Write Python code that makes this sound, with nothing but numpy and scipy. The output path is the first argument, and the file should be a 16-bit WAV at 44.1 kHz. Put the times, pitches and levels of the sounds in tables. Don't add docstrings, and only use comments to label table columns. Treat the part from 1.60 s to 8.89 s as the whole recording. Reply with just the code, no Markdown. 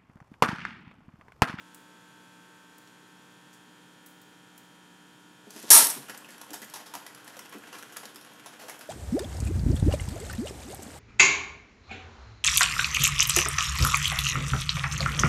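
import sys
import numpy as np
from scipy import signal
from scipy.fft import rfft, irfft
from scipy.io import wavfile
from scipy.ndimage import uniform_filter1d, minimum_filter1d

SR = 44100
rng = np.random.default_rng(int(sys.argv[2]) if len(sys.argv) > 2 else 0)


def to_wav(s):
    ch = np.atleast_2d(s).T
    pcm = np.round(np.clip(ch, -1, 1) * 32767)
    wavfile.write(sys.argv[1], SR, pcm.astype(np.int16))


N = 321489
TIME = np.arange(N) / SR

# (frequency [Hz], relative level [dB])
PELLET_COLOUR = [(88, -75), (150, -44.5), (267, -14.5), (545, -18), (630, -10.5), (833, -15.5), (940, -7.5),
                 (1090, -11), (1230, -13), (2550, -13.5), (5510, -0.5), (8580, 2.5), (9270, 2.5),
                 (13400, 2), (15000, -29.5)]
# (frequency [Hz], relative level [dB])
CRUNCH_COLOUR = [(120, -59), (200, -2.5), (304, -8.5), (665, -6.5), (858, -5.5), (1210, -8.5), (1560, -7.5),
                 (1980, -8.5), (2170, -12), (2800, -7), (3750, -7.5), (6000, -5.5), (9400, -10.5),
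                 (11300, -5), (12800, -10), (15500, -25.5)]
# (time [s], relative snap level [dB], relative body level [dB],
#              hollow of mouth and bowl [Hz], crumbling time [s])
LOUD_BITES = [(4.485, -36, -38.5, 1370, 0.0098), (4.496, -28.5, -33, 1670, .012),
              (4.6459, -45, -42, 2540, 0.0032), (4.687, -38, -40.5, 1900, .016),
              (4.7045, -33.5, -45, 1920, 0.036), (4.7798, -39, -49, 1100, 0.0049),
              (4.8137, -30.5, -41, 925, 0.0055), (4.831, -50, -45, 940, .007),
              (4.9036, -33.5, -45, 470, 0.0043), (4.9316, -26.5, -38.5, 1580, 0.0096),
              (4.9392, -25.5, -35.5, 750, 0.017), (5.0182, -30, -37, 1760, 0.013),
              (5.1377, -25, -37.5, 910, 0.021), (5.1578, -31, -37.5, 810, 0.013),
              (5.2595, -32.5, -42, 840, 0.032), (5.3376, -28, -32.5, 876, 0.012),
              (5.3516, -27, -32.5, 900, 0.01), (5.465, -31.5, -39.5, 1030, 0.0046),
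              (5.478, -47, -45, 970, 0.0028), (5.547, -35.5, -48, 1010, 0.0072),
              (5.576, -47, -45, 1045, 0.0064), (5.6768, -33.5, -42.5, 1890, 0.0071),
              (5.7673, -35.5, -40, 555, 0.0088), (5.7909, -29.5, -39, 1020, 0.0047),
              (5.9247, -35.5, -37.5, 1080, 0.026), (6.037, -44, -39.5, 1490, 0.0083),
              (6.128, -31, -34.5, 1070, 0.033), (6.1512, -40, -42, 1280, 0.0087),
              (6.1845, -33, -42.5, 1310, 0.011), (6.226, -33.5, -37.5, 1340, 0.0052),
              (6.3236, -34, -42.5, 2900, 0.019), (6.3629, -39, -37, 1290, 0.0076),
              (6.3683, -24.5, -35.5, 1270, 0.0057), (6.4318, -39, -40, 450, 0.021),
              (6.4547, -31.5, -41, 570, .005), (6.5585, -32, -43, 1300, 0.0083),
              (6.6105, -38, -49, 600, 0.011), (6.648, -41, -46.5, 1300, .005),
              (6.796, -40.5, -45.5, 1450, 0.0069), (6.86, -31, -38, 608, 0.015),
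              (6.993, -36, -41.5, 664, 0.015), (7.0123, -33, -37, 530, 0.049),
              (7.0836, -32.5, -36, 555, .012), (7.0952, -28, -35.5, 1900, 0.0087),
              (7.142, -48, -46, 1400, .012), (7.2096, -33, -40, 1390, 0.012)]

LANDING_S = 4.1039
ROOTING_S = 4.42


def amp(db):
    return 10 ** (np.asarray(db) / 20)


def level(x, db):
    return x * amp(db) / np.sqrt(np.mean(x ** 2))


def unit(x):
    return x / np.sqrt(np.sum(x ** 2))


def add(out, s, sound):
    start = int(s * SR)
    out[start:start + len(sound)] += sound[:N - start]


def through(x, response):
    return signal.fftconvolve(x, response)[:len(x)]


def band(x, hz, kind, order=3):
    return signal.sosfilt(signal.butter(order, min(hz, SR / 2 - 1), kind, fs=SR, output="sos"), x)


def resonance(x, hz, q):
    return signal.lfilter(*signal.iirpeak(hz, q, fs=SR), x)


def spectrum_at(hz, points):
    f, db = np.transpose(points)
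    return np.interp(np.log(np.maximum(hz, 1)), np.log(f), db)


def colour(points, size=4096):
    magnitude = amp(spectrum_at(np.fft.rfftfreq(size, 1 / SR), points))
    cepstrum = irfft(np.log(magnitude))
    cepstrum[1:size // 2] *= 2
    cepstrum[size // 2 + 1:] = 0
    return unit(irfft(np.exp(rfft(cepstrum))))


def hold_and_fall(t, db, hold_s, fall_db_per_s):
    return amp(db - fall_db_per_s * np.maximum(t - hold_s, 0))


def pushes(spread_db, per_s, size=1024):
    return amp(spread_db * np.interp(TIME * per_s, np.arange(size), rng.standard_normal(size)))


def impacts(count, rate, scatter_db):
    chance, size, side = rng.random((3, count))
    struck = chance < rate / SR
    return level(struck * amp(scatter_db * size) * np.sign(side - .5), 0)


def burst(length, rate, count=4096):
    fade = np.exp(-np.arange(count) / SR / max(length, 1 / SR))
    return unit(impacts(count, rate, scatter_db=6.5) * fade)


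def room(x, wet_db, t60=0.39, split_hz=3000, build=0.003):
    t, noise = TIME[:SR * 3 // 4], rng.standard_normal(SR * 3 // 4)
    reflections = band(noise, split_hz, "low") + band(noise, split_hz, "high")
    tail = reflections * np.exp(-np.log(1000) * t / t60)
    return x + amp(wet_db) * through(x, unit(tail * (1 - np.exp(-t / build))))


def air():
    # (frequency [Hz], relative level [dB])
    air_colour = [(30, -29.8), (70, -21.9), (100, -12), (135, 0.0), (170, -3.9), (260, -1.1), (430, -6.3),
                  (750, -11.8), (1250, -13.3), (1480, -10), (1900, -13.8), (4000, -18), (11000, -21.5),
                  (13000, -26.5), (15500, -36)]
    return level(through(rng.standard_normal(N), colour(air_colour)), -60)


def refrigerator(mains_hz=60, uneven_db=2, waver_hz=1500, waver_per_s=1.6):
    # (frequency [Hz], level at the first spot [dB],
    #                                              level at the second spot [dB], level above the bowl [dB])
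    hum_harmonics = [(180, -65, -64, -73), (300, -66, -65, -64), (780, -76, -72.5, -81),
                     (900, -66, -70.5, -74), (960, -71, -68.5, -72), (1080, -71, -74, -68.5),
                     (1320, -67.5, -73, -70), (1440, -74.5, -69, -65), (1500, -71.5, -79, -73),
                     (1560, -64.5, -71, -66), (1680, -72, -72, -71.5), (1740, -81, -72.5, -74),
                     (1800, -73, -72.5, -75), (2400, -77, -79, -79), (2640, -75, -84, -78),
                     (3120, -78, -70, -71), (3240, -73, -71.5, -69.5), (3360, -74, -77.5, -78),
                     (3540, -79, -75, -75)]
    # (frequency [Hz], mean level of each harmonic [dB])
    buzz_outline = [(120, -82), (240, -73), (360, -82), (460, -75), (560, -85), (1100, -82), (1500, -78),
                    (2100, -85), (2500, -81.5), (3500, -82), (4100, -89), (6650, -94), (6860, -79),
                    (7100, -92), (10000, -101)]
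    # (time [s], place [0 first spot, 1 second spot, 2 above the bowl])
    phone_path = [(0, 0), (1.1, 0), (2.4, 1), (3.7, 1), (5.6, 2), (7.3, 2)]

    harmonics = np.arange(2, 166) * mains_hz
    comb = np.zeros(SR // 2 + 1, complex)
    buzz_db = spectrum_at(harmonics, buzz_outline) + uneven_db * rng.standard_normal(len(harmonics))
    comb[harmonics] = amp(buzz_db) * np.exp(2j * np.pi * rng.random(len(harmonics)))

    hum, place = np.zeros(N), np.interp(TIME, *np.transpose(phone_path))
    for hz, *spots_db in hum_harmonics:
        comb[int(hz)] = 0
        waver = pushes(spread_db=np.sqrt(hz / waver_hz), per_s=waver_per_s)
        swell = amp(np.interp(place, np.arange(len(spots_db)), spots_db)) * waver
        hum += np.sqrt(2) * swell * np.sin(2 * np.pi * (hz * TIME + rng.random()))
    buzz = np.resize(irfft(comb, SR) * SR / np.sqrt(2), N)
    return hum + buzz


def licks(gain_db=20, q=1.3):
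    # (time [s], relative level [dB], fading time [s], snap pitch [Hz])
    wet_clicks = [(0.146, -44, 0.0039, 9800), (1.183, -49.5, 0.0026, 12000), (1.274, -52, .007, 4300),
                  (1.93, -49.5, 0.019, 6900), (2.461, -45, 0.0081, 11500), (2.484, -55, 0.044, 11000),
                  (2.615, -52, .005, 11500), (2.978, -46, 0.006, 11000), (3.906, -42.5, 0.0038, 6900)]
    out = np.zeros(N)
    for s, db, length, hz in wet_clicks:
        add(out, s, amp(db + gain_db) * unit(resonance(burst(length, rate=4800), hz, q)))
    return out


def sliding(slide_s=3.847, rise_s=0.15, rise_db=23):
    speed = np.clip((TIME - slide_s) / rise_s, 0, 1)
    return amp(rise_db * (speed - 1)) * (TIME > slide_s) * (TIME < LANDING_S)


def stirring(stir_db=0.5, settle_s=0.019):
    usual_db, stir = np.mean(np.transpose(LOUD_BITES)[2]), np.zeros(N)
    for s, _, body_db, _, _ in LOUD_BITES:
        strength = amp(body_db - usual_db + stir_db) ** 2
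        add(stir, s, strength * np.exp(-TIME[:SR // 2] / settle_s))
    return np.sqrt(1 + stir) * (TIME > ROOTING_S)


def shuffle(split_hz=2600, soft_hz=10500):
    uneven = impacts(N, rate=1600, scatter_db=9.0) * pushes(spread_db=4.5, per_s=64)
    contacts = through(uneven, colour(CRUNCH_COLOUR))
    grind = level(band(contacts, split_hz, "low"), 0)
    rustle = level(band(band(contacts, split_hz, "high"), soft_hz, "low", order=1), 0)
    poured = sliding() * (amp(-49.5) * grind + amp(-46.5) * rustle)
    nosed = stirring() * (amp(-58.5) * grind + amp(-63) * rustle)
    return poured + nosed


def thumps(gain_db=23.5, decay=0.0117, rise=0.0064, boards_db=0, boards_hz=400):
    # (time [s], relative level [dB], pitch [Hz])
    floor_blows = [(3.865, -44, 191), (3.959, -42, 325), (4.035, -40, 164), (4.223, -37, 166.4),
                   (4.362, -39, 254), (4.378, -41.5, 142), (4.903, -41, 303), (5.945, -40, 285),
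                   (5.958, -42.5, 211), (6.549, -49, 221)]
    out, t = np.zeros(N), TIME[:SR // 5]
    envelope = np.exp(-t / decay) * (1 - np.exp(-t / rise))
    for s, db, hz in floor_blows:
        boards = band(band(rng.standard_normal(len(t)), boards_hz, "low"), 190, "high")
        blow = np.sin(2 * np.pi * hz * t) + level(boards, boards_db)
        add(out, s, amp(db + gain_db) * unit(blow * envelope))
    return out


def bowl_ring(damping=1, detune=.0008):
    # (frequency [Hz], undamped bandwidth [Hz], relative spectral peak [dB])
    bowl_modes = [(904, 12.4, -1.5), (946, 14, -4.5), (1233, 17, -5), (1347, 19, -6.5), (1660, 70, -9.5),
                  (1910, 80, -8), (4100, 34, -7.5), (5610, 70, -0.5), (6940, 25, -4.5), (8220, 20.2, 2.5),
                  (9330, 35, 9.5), (9350, 41, 5.5), (10270, 45, 1), (10770, 55, -3), (11030, 100, 3),
                  (12030, 50, 3.5)]
    t = TIME[:SR // 2]
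    hz, width, db = np.transpose(bowl_modes)[:, :, None]
    hz = hz * (1 + detune * rng.standard_normal(hz.shape))
    phase = rng.uniform(0, 2 * np.pi, hz.shape)
    fade = np.exp(-np.pi * width * damping * t)
    modes = amp(db) * width * fade * np.sin(2 * np.pi * hz * t + phase)
    return unit(np.sum(modes, axis=0))


def ticks(gain_db=8, bounce_s=0.0045, ring_db=-9):
    # (time [s], relative level [dB])
    flicks = [(3.936, -41), (3.998, -33), (4.027, -31), (4.5755, -27.5), (4.8449, -39), (5.0444, -31),
              (5.0988, -32.5), (5.6445, -36.5), (5.894, -36), (5.9838, -38), (6.5455, -37.5),
              (6.7346, -41.5), (7.1915, -33), (7.2743, -40.5)]
    out = np.zeros(N)
    for s, db in flicks:
        hit = through(burst(bounce_s, rate=9600), colour(PELLET_COLOUR))
        ring = amp(ring_db) * through(hit, bowl_ring(damping=4))
        add(out, s, amp(db + gain_db) * unit(hit + ring))
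    return out


def pour(ring_db=-1.5, split_hz=2800, bounce_s=0.007, lone_gain_db=23, clump_db=2.0, count=4):
    # (time [s], relative level [dB])
    lone_pellets = [(4.1053, -33), (4.161, -16), (4.2427, -21), (4.268, -25), (4.3006, -26.5), (4.333, -48)]
    t = TIME[:SR]
    clatter = hold_and_fall(t, db=-7.5, hold_s=0.032, fall_db_per_s=182)
    knock = hold_and_fall(t, db=-23, hold_s=0.075, fall_db_per_s=132.5)
    tick, out = colour(PELLET_COLOUR), np.zeros(N)
    for spot in range(count):
        clumps = pushes(clump_db, per_s=88.7)[:SR]
        hits = impacts(SR, rate=900, scatter_db=7) * clumps / np.sqrt(count)
        steel = through(hits * clatter, unit(band(tick, split_hz, "high")))
        ring = amp(ring_db) * through(hits * clatter, bowl_ring())
        base = through(hits * knock, unit(band(tick, split_hz, "low")))
        add(out, LANDING_S, steel + ring + base)
    for s, db in lone_pellets:
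        hit = burst(bounce_s, rate=3000)
        ring = amp(ring_db) * through(hit, bowl_ring())
        add(out, s, amp(db + lone_gain_db) * (through(hit, tick) + ring))
    return out


def nibbles(count=64, scatter_db=1, pitch_hz=1040, spread_oct=0.82, crumble_s=0.0021):
    late, (snap, body, pitch) = rng.random(count), rng.standard_normal((count, 3)).T
    s = ROOTING_S + (TIME[-1] - ROOTING_S) * (np.arange(count) + late) / count
    snap_db = -56 + scatter_db * snap
    body_db = -50.5 + scatter_db * body
    hollow_hz = pitch_hz * 2 ** (spread_oct * pitch)
    return list(zip(s, snap_db, body_db, hollow_hz, np.full(count, crumble_s)))


def eating(snap_gain_db=13, body_gain_db=20, ring_db=-17, split_hz=2800,
           variety_db=2.5, hollow_db=10, hollow_q=5.0):
    snaps, bodies = np.zeros(N), np.zeros(N)
    knots = np.linspace(300, 15000, 24)
    for s, snap_db, body_db, hollow_hz, length in list(LOUD_BITES) + nibbles():
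        shape = colour(np.c_[knots, variety_db * rng.standard_normal(len(knots))])
        cracks = through(through(burst(length, rate=2600), shape), colour(CRUNCH_COLOUR))
        snap = band(cracks, split_hz, "high")
        body = band(cracks, split_hz, "low") + amp(hollow_db) * resonance(cracks, hollow_hz, hollow_q)
        add(snaps, s, amp(snap_db + snap_gain_db) * unit(snap))
        add(bodies, s, amp(body_db + body_gain_db) * unit(body))
    bites = snaps + bodies
    return bites + amp(ring_db) * through(bites, bowl_ring(damping=6))


def scene():
    crash = room(pour(), wet_db=-12.0)
    meal = room(eating() + ticks() + shuffle() + thumps(), wet_db=-4.5)
    food = band(crash + meal, 125, "high")
    mouth = room(licks(), wet_db=-6.5)
    return (food + mouth + refrigerator() + air())[None]


def record(dry, size=4, ceiling=.76, top_hz=15700):
    needed = ceiling / np.maximum(np.abs(dry), ceiling)
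    gain = uniform_filter1d(minimum_filter1d(needed, 2 * size + 1), size)
    top_cut = signal.ellip(8, .1, 50, top_hz, fs=SR, output="sos")
    return signal.sosfiltfilt(top_cut, dry * gain)


dry = scene()
out = record(dry)
to_wav(out)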